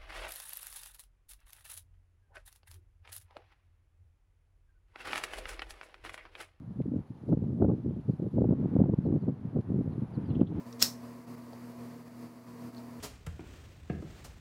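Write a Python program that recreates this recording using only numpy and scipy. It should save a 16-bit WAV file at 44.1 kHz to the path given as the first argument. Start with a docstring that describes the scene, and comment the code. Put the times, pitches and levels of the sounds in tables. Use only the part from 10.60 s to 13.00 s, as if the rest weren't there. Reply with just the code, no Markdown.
"""A small dark room with a mains hum, where fuel vapour ignites in a tin can standing in a tub.
A brief sizzle swells into one sharp, bright crack, with a soft puff of expanding gas under it.
The crack drives the can, which rings on in its normal modes, and the room answers with early echoes
and reverberation. Faint ticks come before and after, and once a dull double knock.
Throughout, the hum and the room noise waver in level together."""
import sys
import numpy as np
from scipy import signal
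from scipy.fft import rfft, irfft
from scipy.io import wavfile

SR = 44100
rng = np.random.default_rng(int(sys.argv[2]) if len(sys.argv) > 2 else 0)


def bounce(signal):
    """Save signal as a 16-bit WAV file at the path given by the first command-line argument."""
    frames = np.transpose(np.atleast_2d(signal))
    limited = np.clip(frames, -1, 1)
    pcm = np.round(limited * 32767).astype(np.int16)
    wavfile.write(sys.argv[1], SR, pcm)


N = 105840
TIME = np.arange(N) / SR
BIN_HZ = np.arange(N // 2 + 1) * SR / N
CRACK_S, CRACK_HOLD_S = 0.2249, 0.0018


def from_db(db):
    """Amplitude ratio of a level in decibels."""
    return 10 ** (np.asarray(db) / 20)


def unit_rms(x):
    """Normalisation to unit mean power."""
    return x / np.sqrt(np.mean(x ** 2) + 1e-20)


def at_hz(points, hz):
    """Interpolation on a logarithmic frequency axis."""
    points_hz, values = np.transpose(points)
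    return np.interp(np.log(np.maximum(hz, 1)), np.log(points_hz), values)


def coloured_noise(spectrum):
    """Spectral shaping of white noise, at unit rms."""
    white = rfft(rng.standard_normal(N))
    return unit_rms(irfft(white * from_db(at_hz(spectrum, BIN_HZ)), N))


def band_noise(low_hz, high_hz):
    """Band-pass filtered noise in its steady state, at unit rms."""
    sos = signal.butter(2, [low_hz, high_hz], "band", fs=SR, output="sos")
    return unit_rms(signal.sosfilt(sos, rng.standard_normal(N + SR))[SR:])


def decay(start_s, t60_s, hold_s=0):
    """Exponential decay after a sudden onset and a hold: 60 dB in t60_s."""
    return (TIME >= start_s) * np.exp(-np.log(1000) * np.maximum(TIME - start_s - hold_s, 0) / t60_s)


def burst(carrier, envelope):
    """Amplitude modulation, scaled to carry the energy of the envelope."""
    shaped = carrier * envelope
    return shaped * np.sqrt(np.sum(envelope ** 2) / np.sum(shaped ** 2))


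# Partials of the hum: harmonic_number, level_db, noise_to_tone_ratio
HUM_PARTIALS = [(1, -54, .12), (2, -46.5, 0.06), (3, -64.5, .3)]

def mains_hum(fundamental_hz=120.1):
    """A harmonic series; each partial beats irregularly with the narrow band of noise around it."""
    hum = 0
    for harmonic, level_db, noise_ratio in HUM_PARTIALS:
        hz = harmonic * fundamental_hz
        tone = np.sqrt(2) * np.sin(2 * np.pi * (hz * TIME + rng.random()))
        hum += from_db(level_db) * (tone + noise_ratio * band_noise(hz - 10, hz + 10))
    return hum


# Resonances of the drone: centre_hz, bandwidth_hz, level_db
DRONE_RESONANCES = [(159.7, 2.5, -62), (320.3, 3.87, -64.5), (465.9, 13, -61), (562.6, 15, -70),
                    (656.6, 12, -66), (691, 10, -67), (921, 49, -69), (988.5, 9.4, -68), (1090, 44, -71.5)]
# Spectral density of the room noise: frequency_hz, relative_db
ROOM_NOISE_SPECTRUM = [(25, -30), (45, -26), (65, -13), (85, -3.5), (140, -9.5), (205, -1), (265, 4),
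                       (305, -7.5), (420, -6), (660, -8), (790, -12.5), (1050, -8), (1280, -12.5),
                       (1420, -17.5), (1900, -16.5), (2450, -21.5), (2850, -25), (3250, -28.5), (4000, -27),
                       (4550, -22), (5600, -27), (8000, -29), (15500, -30)]

def room_noise():
    """Narrow resonances concentrate noise into a pitched drone above a broadband floor."""
    drone = sum(from_db(level_db) * band_noise(hz - width_hz / 2, hz + width_hz / 2)
                for hz, width_hz, level_db in DRONE_RESONANCES)
    return drone + from_db(-52.5) * coloured_noise(ROOM_NOISE_SPECTRUM)


# Contour of the background's wavering, before offset and scaling: time_s, level_db
WAVER_CONTOUR = [(0.0, -46.5), (0.05, -54.5), (0.07, -44), (0.18, -48.5), (0.23, -42), (0.41, -49.5),
                 (0.44, -43), (0.65, -53), (0.66, -60.5), (0.68, -45), (0.75, -43.5), (0.76, -54.5),
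                 (0.78, -44), (0.81, -50), (1.11, -45.5), (1.14, -50.5), (1.22, -43), (1.42, -50),
                 (1.44, -56.5), (1.48, -46.5), (1.49, -54.5), (1.63, -44.5), (1.66, -45.5), (1.69, -53),
                 (1.86, -54), (1.88, -47.5), (1.98, -49), (2.0, -45), (2.08, -42.5), (2.12, -54.5),
                 (2.14, -48), (2.2, -44), (2.23, -47.5), (2.4, -46.5)]

def wavering_background():
    """Comodulation: hum and room noise share one contour, the noise swinging about half as many dB."""
    waver_db = np.interp(TIME, *np.transpose(WAVER_CONTOUR)) + 45.5
    return mains_hum() * from_db(0.99 * waver_db) + room_noise() * from_db(0.53 * waver_db)


# Faint bright ticks: start_s, level_db, centre_hz, edge_to_centre_ratio, t60_s
TICK_EVENTS = [(0.1269, -45, 4600, 1.24, 0.0086), (0.2056, -40, 6800, 1.2, 0.0074),
               (0.933, -55, 4560, 1.08, .01), (2.1481, -53, 4200, 1.17, .01),
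               (2.1674, -53, 4400, 1.03, 0.0091), (2.1714, -53, 4340, 1.03, .012),
               (2.1797, -54.5, 4500, 1.16, .025)]

def ticks():
    """Damped narrow-band transients, each with a weaker, slower decay of room reverberation."""
    out = np.zeros(N)
    for start_s, level_db, hz, edge_ratio, t60_s in TICK_EVENTS:
        envelope = decay(start_s, t60_s) + from_db(-19) * decay(start_s, t60_s=0.11)
        out += from_db(level_db) * burst(band_noise(hz / edge_ratio, hz * edge_ratio), envelope)
    return out


# Spectral density of the sizzle: frequency_hz, relative_db
SIZZLE_SPECTRUM = [(800, -12), (2300, -11.5), (3200, -5), (4000, -2), (5400, -1), (8200, -8), (9500, -19),
                   (11500, -21.5), (14000, -12), (16000, -15)]

def sizzle(start_s=0.1945, start_db=-51.5, rise_db_per_s=360, swell_60db_s=0.0342):
    """Exponential growth: the igniting vapour's thin sizzle rises, then swells steeply into the crack."""
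    rise = from_db(start_db + rise_db_per_s * (np.minimum(TIME, CRACK_S) - start_s))
    swell = from_db(-21) * np.exp(-np.log(1000) * np.abs(CRACK_S - TIME) / swell_60db_s)
    sounding = (TIME >= start_s) & (TIME < CRACK_S)
    return burst(coloured_noise(SIZZLE_SPECTRUM), np.hypot(rise, swell) * sounding)


# Spectral density of the crack: frequency_hz, relative_db
CRACK_SPECTRUM = [(60, -40), (300, -25.5), (1000, -24), (2000, -17), (3200, -13.5), (4300, -10.5),
                  (5200, -2), (6000, -7), (7300, -7), (10200, -22.5), (11600, -14), (15000, -12.5)]
# Early reflections from nearby walls: delay_s, gain_db
WALL_ECHOES = [(.0058, -15.5), (0.0195, -24)]

def crack(resonance_hz=5250):
    """Forced vibration: a burst of bright noise drives the can's main resonance; the walls echo both."""
    envelope = decay(CRACK_S, t60_s=0.0036, hold_s=CRACK_HOLD_S)
    blast = burst(coloured_noise(CRACK_SPECTRUM), envelope)
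    forced = burst(np.sin(2 * np.pi * resonance_hz * (TIME - CRACK_S)), envelope)
    direct = from_db(-11.5) * blast + from_db(-16.5) * forced
    echoes = sum(from_db(gain_db) * np.roll(direct, int(delay_s * SR))
                 for delay_s, gain_db in WALL_ECHOES)
    return direct + echoes


def puff(centre_hz=240):
    """Expanding gas radiates a soft, low burst of noise two octaves wide."""
    return from_db(-46) * burst(band_noise(centre_hz / 2, centre_hz * 2), decay(CRACK_S, t60_s=0.14))


# Spectral density of the reverberation at its onset: frequency_hz, relative_db
REVERB_SPECTRUM = [(40, -33), (200, -15), (700, -14), (1400, -10), (3100, -12), (3800, -5.5), (4450, 1.5),
                   (4800, -2), (5300, 1.5), (5900, -2.5), (8000, -9), (10000, -12), (13000, -8.5),
                   (16000, -12.5)]
# Reverberation times of the room: frequency_hz, t60_s
REVERB_TIMES = [(300, 0.33), (1500, 0.2), (3600, 0.19), (7000, 0.23), (14000, .205)]

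def reverberation(build_s=0.0005):
    """Diffuse field: dense reflections of the crack merge into noise, each octave dying at its own rate."""
    spectrum = rfft(coloured_noise(REVERB_SPECTRUM))
    edges_hz = 80 * 2 ** np.arange(9)
    tail = 0
    for low_hz, high_hz in zip(edges_hz, edges_hz[1:]):
        octave = irfft(spectrum * (BIN_HZ >= low_hz) * (BIN_HZ < high_hz), N)
        tail += octave * decay(CRACK_S, at_hz(REVERB_TIMES, np.sqrt(low_hz * high_hz)))
    return from_db(-26) * tail * np.clip((TIME - CRACK_S) / build_s, 0, 1)


# Normal modes of the can: pitch_hz, relative_db, t60_s
CAN_MODES = [(3920, -14, 0.23), (4170, -11.5, .18), (4405, -6.5, 0.18), (4755, -11, .18), (5220, -3.5, .17),
             (5207, -8.5, 0.23), (5400, -7.5, .22), (5510, -2, .19), (5682, -9, .22), (6285, -17, .2),
             (6913, -24, 0.17), (7770, -10.5, .2), (8300, -10.5, .16), (13100, -16, .2)]

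def can_ring(level_db=-31):
    """Free vibration: as the crack lets go, each mode of the can rings on as a damped sinusoid."""
    ring = 0
    for pitch_hz, relative_db, t60_s in CAN_MODES:
        tone = np.sin(2 * np.pi * (pitch_hz * TIME + rng.random()))
        ring += from_db(level_db + relative_db) * decay(CRACK_S + CRACK_HOLD_S, t60_s) * tone
    return ring


# The double knock: start_s, level_db
KNOCK_EVENTS = [(0.932, -41), (0.9391, -45)]

def knocks(pitch_hz=670, t60_s=0.016):
    """Heavy damping: midrange noise dies within a few cycles and is heard as a dull knock."""
    return sum(from_db(level_db) * burst(band_noise(pitch_hz / 1.26, pitch_hz * 1.4), decay(start_s, t60_s))
               for start_s, level_db in KNOCK_EVENTS)


def scene():
    """Linear superposition of all the sources, in mono."""
    mix = wavering_background() + ticks()
    mix += sizzle() + crack() + puff() + reverberation() + can_ring()
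    return (mix + knocks())[None]


def record(dry, ceiling=0.48, cutoff_hz=15750):
    """Soft saturation rounds the peak, and a steep low-pass filter removes the highest treble."""
    lowpass = signal.ellip(12, 0.1, 80, cutoff_hz, fs=SR, output="sos")
    return signal.sosfilt(lowpass, ceiling * np.tanh(dry / ceiling))


dry = scene()
out = record(dry)
bounce(out)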